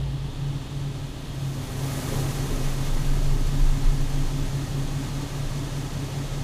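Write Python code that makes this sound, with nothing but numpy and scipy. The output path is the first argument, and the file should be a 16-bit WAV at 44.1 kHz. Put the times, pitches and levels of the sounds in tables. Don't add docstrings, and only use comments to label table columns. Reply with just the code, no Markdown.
import sys
import numpy as np
from scipy import signal
from scipy.fft import rfft, irfft
from scipy.io import wavfile

SR = 44100
rng = np.random.default_rng(int(sys.argv[2]) if len(sys.argv) > 2 else 0)


def int16_out(signal):
    q = np.round(np.clip(np.atleast_2d(signal).T, -1, 1) * 32767)
    wavfile.write(sys.argv[1], SR, q.astype(np.int16))


N = 283563
TIME = np.arange(N) / SR
FREQS = np.maximum(np.arange(N // 2 + 1) * SR / N, 1)

# time in seconds, cylinder firings per second.
IDLE_SPEED = [(0, 29.2), (.5, 29.65), (1.1, 29.6), (1.6, 29.3), (2.3, 29.2), (3, 29.4), (4.8, 29.35),
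              (5.4, 29.75), (6.43, 29.75)]
# multiple of the firing rate, level in dB.
FIRING_TONES = [(1, -59), (2, -43), (4, -47.5), (6, -54)]
# frequency in Hz, relative level in dB.
KNOCK_SPECTRUM = [(20, -7), (45, -1), (68, -20), (88, -1.5), (103, 2.5), (120, -4.5), (152, 3.5),
                  (195, -15.5), (240, -7), (310, -12.5), (450, -22.5), (900, -36), (2000, -46.5)]
# multiple of its pitch, relative level in dB.
HUM_TONES = [(1, -30), (2, -44.5), (3, -57), (4, -62)]
# time in seconds, Hz above the truck's hum (negative is below).
TRACTOR_OFFSET = [(0, 0), (.34, 3), (.85, 3.1), (1.15, 0), (1.5, -2.9), (2.25, -2.6), (2.88, 3.45),
                  (3.7, 4.9), (6.43, 4.95)]
# time in seconds, relative level in dB.
GRAIN_FLOW = [(0, -59.5), (.5, -55.5), (1.2, -55), (1.68, -49.5), (1.85, -45.3), (2.1, -43)]
# frequency in Hz, relative level in dB.
HOPPER_SPECTRUM = [(90, 23.5), (160, 11), (280, 13.5), (400, 11.5), (650, 11), (1100, 5), (1600, 5),
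                   (2600, -2), (4000, 0.5), (5200, -1), (6600, 1), (8200, -4.5), (10000, -9.5),
                   (15000, -19.5)]
# pitch in Hz, width in Hz, relative level in dB.
PANEL_NOTES = [(147.6, 12, 4.5), (257.4, 7.8, 8.5), (366.5, 15.4, 3), (421.6, 8.1, -1), (462, 10, -1),
               (533.6, 15, -2.5), (662, 16, -16), (793, 10, -5), (1007, 28, -5.5)]
# time in seconds, added ring in dB against the usual ring.
CLUMPS = [(2.17, -3), (2.54, 3.5)]
# time in seconds, level in dB.
SPATTERS = [(1.56, -55), (2.65, -46), (2.86, -45), (3.05, -48), (3.25, -47.5), (3.47, -48)]
# time in seconds, level in dB.
SHAKE_LEVEL = [(0, -41), (1.75, -40.5), (2.7, -27), (3.3, -23.5), (4.1, -23), (4.55, -34), (5.15, -31),
               (5.8, -42), (6.43, -34)]
# time in seconds, level in dB.
LURCHES = [(0.48, -42), (2.55, -37), (2.66, -25.5), (2.98, -27), (3.1, -21), (3.63, -17), (3.7, -18),
           (3.88, -15), (4.02, -24), (5.48, -28), (6.28, -36.5)]
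# frequency in Hz, relative level in dB.
FAN_SPECTRUM = [(300, 2.5), (500, -4), (900, -5.5), (1200, -12.5), (1700, -13.5), (2300, -17), (3300, -8.5),
                (4200, -13), (5200, -20.5), (7000, -29), (10000, -30), (15000, -44)]
# frequency in Hz, width in Hz, boost or cut in dB.
CAB_RESONANCES = [(506, 43, -3), (706, 27, -2.5), (874, 12, 2.5), (1160, 47, 1.5), (1258, 110, 3.5),
                  (1454, 106, -6), (1535, 41, 2), (1916, 62, 3.5), (2000, 45, -2), (2163, 42, 4.5),
                  (2430, 66, -2.5), (2513, 180, 4.5), (2870, 76, 3), (3530, 74, 5), (3555, 52, -7),
                  (3670, 76, 1.5), (4020, 70, -7.5), (4140, 42, 4.5), (4360, 43, 3.5), (4840, 70, 0),
                  (5840, 70, -4.5), (6020, 110, 3.5), (7300, 41, 1.5), (10130, 900, 2.5)]


def truck_engine(firings, knock_db=-34.5):
    cycle_position = (firings / 6) % 1
    points = 9000
    pattern = np.interp(cycle_position, np.arange(points) / points, rng.standard_normal(points))
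    knock = shape_spectrum(pattern + rng.standard_normal(N), KNOCK_SPECTRUM)
    low_tones = tones(firings + 0.019 * wander(3.3), FIRING_TONES)
    load_db = np.interp(TIME, [1.2, 1.9, 4.4, 6.4], [-3.5, .6, .8, -1.5])
    return low_tones + set_level(knock, knock_db + load_db)


def beating_hums(firings, pull_s=3.31, rise_s=0.21, throb_db=6.5, ease_db_per_s=-1.67):
    turns = 28 * firings / 6
    beats = np.cumsum(curve(TRACTOR_OFFSET)) / SR
    pull = (1 + np.tanh((TIME - pull_s) / rise_s)) / 2
    ease_db = ease_db_per_s * np.maximum(TIME - pull_s, 0)
    hum = tones(turns, HUM_TONES[:1]) * gain(1.4 * wander(12.6))
    tractor = tones(turns + beats, [(1, -35.5)]) * gain(1.4 * wander(15))
    drone = (hum + tractor) * gain(-3.5 + 4.04 * pull + ease_db)
    swell = pull * np.cos(2 * np.pi * (beats - 0.094))
    swoop = -0.17 * swell + 0.049 * wander(9)
    rasp_spectrum = [(200, -26), (255, -3.5), (300, 0), (380, -20), (900, -40)]
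    rasp = set_level(shape_spectrum(rng.standard_normal(N), rasp_spectrum), -52)
    fade_in_db = -9 * (1 - settle(0, 0.52))
    octave_db = -2.5 + 3.5 * pull + ease_db / 2 + fade_in_db
    octave = tones(turns + swoop, HUM_TONES[1:2]) + rasp
    octave *= gain(octave_db + throb_db * swell + 2 * wander(3.3))
    whine = tones(turns, HUM_TONES[2:]) * gain(3.8 * wander(3) + 1.5 - 4.5 * pull)
    roughness = gain(1.5 * wander(34))
    return (drone + octave + whine) * roughness


def falling_grain(bare_s=1.8, heap_s=2.16):
    cushion_db = -5 * settle(heap_s, 0.69)
    cover_db = -9.5 * settle(heap_s, 1.95)
    bare_db = -16 * np.maximum(1 - TIME / bare_s, 0) + cover_db
    flow = gain(curve(GRAIN_FLOW) + cushion_db + 0.4 * wander(24))
    heap_hits = kernel_hits(per_second=120000, spread_db=1)
    metal_hits = kernel_hits(per_second=40000, spread_db=1)
    stray_hits = kernel_hits(per_second=9000, spread_db=2)
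    drumming = set_level(shape_spectrum(heap_hits, HOPPER_SPECTRUM), 9)
    ringing = sum(gain(db) / (1 + 2j * (FREQS - hz) / width) for hz, width, db in PANEL_NOTES)
    panels = irfft(rfft(metal_hits) * ringing * np.exp(-(FREQS / 1500) ** 2), N)
    panels = set_level(panels, 5.5) * (1 + swells(CLUMPS, half_length_s=0.08))
    ping_spectrum = [(6000, -12), (8000, 0.5), (10000, 1.5), (12000, 1.5), (15000, -2)]
    pings = set_level(shape_spectrum(metal_hits, ping_spectrum), -1.7)
    spatter = shape_spectrum(stray_hits, [(2500, 11), (6500, 5), (11000, 0), (15000, -5)])
    spatter = set_level(spatter, 0) * swells(SPATTERS, half_length_s=0.027)
    return flow * (drumming + (panels + pings) * gain(bare_db)) + spatter


def kernel_hits(per_second, spread_db):
    counts = rng.poisson(per_second / SR, N)
    hits = np.sqrt(counts) * rng.standard_normal(N)
    return set_level(hits * gain(spread_db * rng.standard_normal(N)), 0)


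def cab_shake(sway_hz=26.16, uneven_db=5.5, boom_hz=55, boom_end_s=0.24):
    turns = np.cumsum(sway_hz + 2.6 * wander(11.4)) / SR
    strength = gain(curve(SHAKE_LEVEL) + uneven_db * np.tanh(wander(7.1)))
    strength += swells(LURCHES, half_length_s=0.037)
    sway = set_level(np.sin(2 * np.pi * turns), 0) * strength
    boom_fade = (1 - np.tanh((TIME - boom_end_s) / 0.076)) / 2
    return sway + tones(boom_hz * TIME, [(1, -32)]) * boom_fade


def fans(air_db=-44.5):
    rush = shape_spectrum(rng.standard_normal(N), FAN_SPECTRUM)
    return set_level(rush, air_db) * gain(0.17 * wander(4))


def cab_resonance(sound):
    boost_db = sum(db / (1 + (2 * (FREQS - hz) / width) ** 2) for hz, width, db in CAB_RESONANCES)
    return irfft(rfft(sound) * gain(boost_db), N)


def gain(db):
    return 10 ** (np.asarray(db) / 20)


def set_level(sound, db):
    return sound * gain(db) / np.sqrt(np.mean(sound ** 2))


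def curve(table):
    return np.interp(TIME, *np.transpose(table))


def shape_spectrum(sound, points):
    hz, db = np.transpose(points)
    response = gain(np.interp(np.log(FREQS), np.log(hz), db))
    bass_cut = np.minimum(FREQS / hz[0], 1) ** 2
    return irfft(rfft(sound) * response * bass_cut, N)


def wander(rate_hz):
    smoothing = np.exp(-(FREQS / rate_hz) ** 2)
    return set_level(irfft(rfft(rng.standard_normal(N)) * smoothing, N), 0)


def tones(turns, rows):
    return sum(np.sqrt(2) * gain(db) * np.sin(2 * np.pi * multiple * turns) for multiple, db in rows)


def settle(start_s, time_s):
    return 1 - np.exp(-np.maximum(TIME - start_s, 0) / time_s)


def swells(events, half_length_s):
    return sum(gain(db) * np.exp(-((TIME - s) / half_length_s) ** 2) for s, db in events)


def scene():
    firings = np.cumsum(curve(IDLE_SPEED)) / SR
    mix = truck_engine(firings) + beating_hums(firings) + cab_shake() + falling_grain() + fans()
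    return cab_resonance(mix)[None]


def record(dry, top_hz=15150):
    return signal.sosfilt(signal.ellip(12, .1, 80, top_hz, fs=SR, output="sos"), dry)


dry = scene()
out = record(dry)
int16_out(out)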